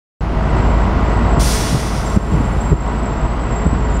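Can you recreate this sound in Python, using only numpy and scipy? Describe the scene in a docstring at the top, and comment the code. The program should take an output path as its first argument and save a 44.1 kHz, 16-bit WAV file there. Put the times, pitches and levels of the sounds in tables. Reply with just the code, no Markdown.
"""A diesel bus idles in a covered concrete roadway: an exhaust drone, a throbbing roar, whining fans
and pumps. It dumps its brake air in a sudden hiss that dulls as the pressure falls.
A thin high squeal comes and goes over a soft background hiss. The hand-held microphone takes a few
dull bumps, and its limiter ducks after each hard one."""
import sys
import numpy as np
from scipy import signal
from scipy.fft import rfft, irfft, next_fast_len
from scipy.io import wavfile
from scipy.ndimage import uniform_filter1d, minimum_filter1d, map_coordinates

SR = 44100
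rng = np.random.default_rng(int(sys.argv[2]) if len(sys.argv) > 2 else 0)


def waveform_to_disk(signal):
    """Save audio, clipped to [-1, 1], as 16-bit WAV at the path in sys.argv[1]."""
    frames = np.transpose(np.atleast_2d(signal))
    scaled = np.clip(frames, -1, 1) * 32767
    samples = np.round(scaled).astype(np.int16)
    wavfile.write(sys.argv[1], SR, samples)


N = 176400
T = np.arange(N) / SR


def amp(db):
    """Decibels to gain."""
    return 10 ** (np.asarray(db) / 20)


def unit(x):
    """Scale to rms 1."""
    return x / np.sqrt(np.mean(x ** 2) + 1e-20)


def curves(rows):
    """One value per sample for each column after the time."""
    times, *columns = np.transpose(rows)
    return [np.interp(T, times, column) for column in columns]


def wobble(rate):
    """A smooth random curve, rate knots a second."""
    return map_coordinates(rng.standard_normal(4096), [T * rate + 2], mode="wrap")


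def filtered(x, response):
    """EQ x with a gain given as a function of Hz."""
    size = next_fast_len(N + SR // 4)
    return irfft(rfft(x, size) * response(np.fft.rfftfreq(size, 1 / SR)), size)[:N]


def noise(colour):
    """Noise of rms 1 with a (Hz, dB) spectrum."""
    knots_hz, db = np.transpose(colour)
    eq = lambda hz: amp(np.interp(np.log(hz + 1), np.log(knots_hz), db))
    return unit(filtered(rng.standard_normal(N), eq))


def tone(hz, blur, rate, flutter_db):
    """A tone of rms 1 whose phase wanders by blur radians and whose level flutters."""
    phase = 2 * np.pi * (np.cumsum(hz * np.ones(N)) / SR + rng.random()) + blur * wobble(rate)
    return unit(np.sin(phase) * amp(flutter_db * wobble(rate)))


FIRING_HZ = 54.47
# Exhaust partials. Each row: multiple of the firing rate, level in dB before the fader.
EXHAUST_ORDERS = [(.75, -27.5), (1, -19), (1.5, -31), (2.5, -33), (3.3, -38)]
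# The drone's fader. Each row: time in seconds, gain in dB.
DRONE_FADER = [(.2, -3), (.6, 4), (1.35, 4.5), (1.65, -2), (2.1, -1), (2.55, 0), (2.8, -1.5), (3.1, -3.5),
               (3.6, 0), (4, 1.5)]

def exhaust_drone():
    """The exhaust hums in low partials tied to the firing rate."""
    fader_db, = curves(DRONE_FADER)
    drone = sum(amp(db) * tone(order * FIRING_HZ, blur=0.32, rate=7, flutter_db=1.5)
                for order, db in EXHAUST_ORDERS)
    return amp(fader_db) * drone


# The roar's fader. Each row: time in seconds, level in dB before the trim.
ROAR_FADER = [(.2, -28), (.45, -24.5), (.6, -20.5), (.72, -23), (1.35, -22), (1.6, -25.5), (2.15, -26),
              (3, -26), (4, -26)]
# Its bass-heavy EQ. Each row: frequency in Hz, relative level in dB.
ROAR_EQ = [(15, -3), (30, 8.5), (45, 9), (90, 12), (130, 11.5), (165, 8.5), (220, 10), (300, 1.5),
           (370, 1.5), (500, -1), (620, 0.15), (820, -0.5), (1000, -1.5), (1350, -4.5), (1520, -7.5),
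           (1700, -13), (2000, -12.5), (2400, -17.5), (2900, -19), (3500, -25.5), (5000, -29),
           (7000, -37.5), (9000, -45.5), (11000, -54), (12300, -53), (15500, -68)]

def engine_roar(trim_db=5.5, throb_depth=0.063):
    """A deep roar that throbs with each firing."""
    fader_db, = curves(ROAR_FADER)
    throb = 1 + throb_depth * tone(FIRING_HZ, blur=1.0, rate=12, flutter_db=3)
    return noise(ROAR_EQ) * throb * amp(fader_db + trim_db + 0.28 * wobble(18))


# Fan and pump tones. Each row: pitch in Hz, level in dB before trim and swell.
WHINE_TONES = [(302, -36.5), (322, -37), (367, -37), (431, -34.5), (578, -44), (646, -37), (688, -36.5),
               (747, -42.5), (852, -39), (959, -34), (1071, -39), (1080, -42), (1114, -49), (1400, -45.5),
               (1921, -46), (1981, -43.5), (2067, -53)]

def fans_and_pumps(trim_db=-3):
    """Fans and pumps whine, swelling and sinking with the roar."""
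    roar_db, = curves(ROAR_FADER)
    swell_db = 1.25 * (roar_db - roar_db.mean())
    whine = sum(amp(db) * tone(hz, blur=0.85, rate=11, flutter_db=3) for hz, db in WHINE_TONES)
    return amp(trim_db + swell_db) * whine


# EQs of the jet's body, its fizz and the last leak. Each row: frequency in Hz, relative level in dB.
BODY_EQ = [(600, -20), (1500, 2), (2200, 1), (3000, 0), (3800, 0.5), (5000, 0.5), (5700, 5), (6200, 2),
           (6800, -4), (8500, -3), (9500, -4), (10500, -9.5), (15500, -23.5)]
FIZZ_EQ = [(2000, -25), (4500, 1), (6000, 0), (7200, -2), (9000, -2), (9500, 5.5), (9900, -7),
           (10400, -2.5), (11200, -9), (13000, -9.5), (15600, -19)]
LEAK_EQ = [(5000, -11), (8000, -8), (9300, -5.5), (10800, -15), (12000, -20), (15500, -22)]
# The valve's faint ring. Each row: pitch in Hz, level in dB against the jet's body.
VALVE_RING = [(3428, -16), (4899, -16)]

def air_release(open_s=1.3926, shut_s=2.12, leak_fade_s=2.66, attack_s=0.0039, swell_s=0.014):
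    """The valve snaps open, hiss builds under the roof and fades treble first; it shuts to a thin leak."""
    age = np.maximum(T - open_s, 0)
    opening = (1 - np.exp(-age / attack_s)) * (1 - 0.35 * np.exp(-age / swell_s))

    def fade(db, hold_s, fall_db_s):
        return amp(db - fall_db_s * np.maximum(age - hold_s, 0) + 0.76 * wobble(29.8))

    ring = sum(amp(db) * tone(hz, blur=1.1, rate=37, flutter_db=0) for hz, db in VALVE_RING)
    body = (noise(BODY_EQ) + ring) * fade(db=-25.5, hold_s=.15, fall_db_s=21.8)
    fizz = noise(FIZZ_EQ) * fade(db=-25.5, hold_s=.11, fall_db_s=42)
    closing = amp(-40 * np.maximum(T - shut_s, 0))
    leak = noise(LEAK_EQ) * amp(-51 - 38 * np.maximum(T - leak_fade_s, 0))
    return opening * ((body + fizz) * closing + leak)


# The squeal's two modes. Each row: time in seconds, pitch in Hz, level in dB.
UPPER_MODE = [(.25, 7700, -71), (.5, 7660, -55), (.61, 7620, -48.5), (.85, 7645, -50.5), (.96, 7630, -66),
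              (1.03, 7615, -44.5), (1.2, 7700, -49.5), (1.39, 7630, -45), (1.6, 7650, -60),
              (2.045, 7600, -65), (2.065, 7570, -36.5), (2.2, 7560, -45.5), (2.5, 7600, -46.5),
              (2.56, 7600, -52), (2.62, 7600, -39.5), (2.73, 7530, -43), (2.82, 7600, -43.5),
              (3, 7730, -47.5), (3.11, 7570, -43), (3.37, 7770, -47.5), (3.59, 7550, -38),
              (3.72, 7730, -42), (3.86, 7600, -49.5), (3.96, 7660, -41)]
LOWER_MODE = [(3.3, 7110, -95), (3.5, 7100, -64), (3.6, 7060, -67), (3.78, 7160, -68), (3.83, 7200, -51),
              (3.89, 7200, -57), (3.95, 7180, -42), (4, 7220, -46)]

def squeal(width_hz=115, octave_db=-29):
    """Two high modes, as of a rubbing brake, with weak octaves; echoes off concrete make them flutter."""
    out = np.zeros(N)
    for mode in (UPPER_MODE, LOWER_MODE):
        hz, db = curves(mode)
        for harmonic, partial_db in ((1, 0), (2, octave_db)):
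            direct = np.exp(2j * np.pi * harmonic * np.cumsum(hz) / SR)
            echoes = wobble(width_hz) + 1j * wobble(width_hz)
            out += amp(db + partial_db) * unit(np.real((1 + echoes) * direct))
    return out


# Handling thumps. Each row: centre in seconds, level in dB, pitch in Hz, half length in seconds.
MIC_BUMPS = [(1.378, -2.5, 149, 0.0056), (1.746, -11, 153, 0.019), (2.174, -2.5, 199, 0.0064),
             (2.355, -13.5, 151.6, 0.04), (2.408, -10.5, 247, 0.003), (2.73, -6.5, 144.5, 0.015),
             (3.242, -17.5, 123, 0.023), (3.667, -10, 165, 0.01), (3.732, -12.5, 238, 0.0043)]
# Their dull rub. Each row: frequency in Hz, relative level in dB.
RUB_EQ = [(30, -13), (80, 4.5), (220, -3), (400, -7.5), (800, -23.5), (2000, -42), (6000, -80)]

def microphone_bumps(sag_per_s=9.6):
    """Each bump is a few sagging low cycles of the casing, a slower push and a dull rub."""
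    out, rub = np.zeros(N), noise(RUB_EQ)
    for centre_s, db, hz, half_length_s in MIC_BUMPS:
        age = T - centre_s
        swell = np.exp(-.5 * (age / half_length_s) ** 2)
        phase = 2 * np.pi * hz * age * (1 - sag_per_s * age / 2)
        push = 0.88 * np.sin(0.418 * phase)
        out += amp(db) * swell * (np.sin(phase) + push + 0.53 * rub)
    return out


# The hiss bed. Each row: frequency in Hz, relative level in dB.
HISS_EQ = [(1000, 3), (2000, 3), (4500, -7), (7000, -14.5), (9200, -19), (11000, -27), (12200, -26),
           (13500, -32), (15500, -36)]

def background_hiss(level_db=-42):
    """A steady soft background hiss."""
    return amp(level_db) * noise(HISS_EQ)


def scene():
    """Everything at the one microphone."""
    engine = exhaust_drone() + engine_roar() + fans_and_pumps()
    return (engine + air_release() + squeal() + microphone_bumps() + background_hiss())[None]


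def duck(x, threshold_db=-2.5, attack_s=.005, recover_db_s=38):
    """Gain control that bites fast on a loud peak and recovers slowly."""
    over_db = np.maximum(20 * np.log10(np.abs(x) + 1e-9) - threshold_db, 0)
    duck_db = np.maximum.accumulate(over_db + recover_db_s * T) - recover_db_s * T
    pole = np.exp(-1 / (attack_s * SR))
    return x * amp(-signal.lfilter([1 - pole], [1, -pole], duck_db))


def limit_peaks(x, ceiling=.95):
    """A smooth gain dip holds each peak under the ceiling."""
    gain = minimum_filter1d(ceiling / np.maximum(np.abs(x), ceiling), size=265)
    return x * uniform_filter1d(uniform_filter1d(gain, size=131), size=131)


def record(dry):
    """Ducking and peak limiting, a hard cut in from silence, a narrow notch and a high cut."""
    start_s, notch_hz, notch_width_hz, top_hz = .207, 7855, 75, 15780
    limited = limit_peaks(duck(dry[0]))
    gate = np.clip(np.minimum(T - start_s, T[-1] - T) / .001, 0, 1)
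    notch = lambda hz: 1 - .95 * np.exp(-((hz - notch_hz) / notch_width_hz) ** 2)
    return filtered(limited * gate, lambda hz: notch(hz) * (hz < top_hz))[None]


dry = scene()
out = record(dry)
waveform_to_disk(out)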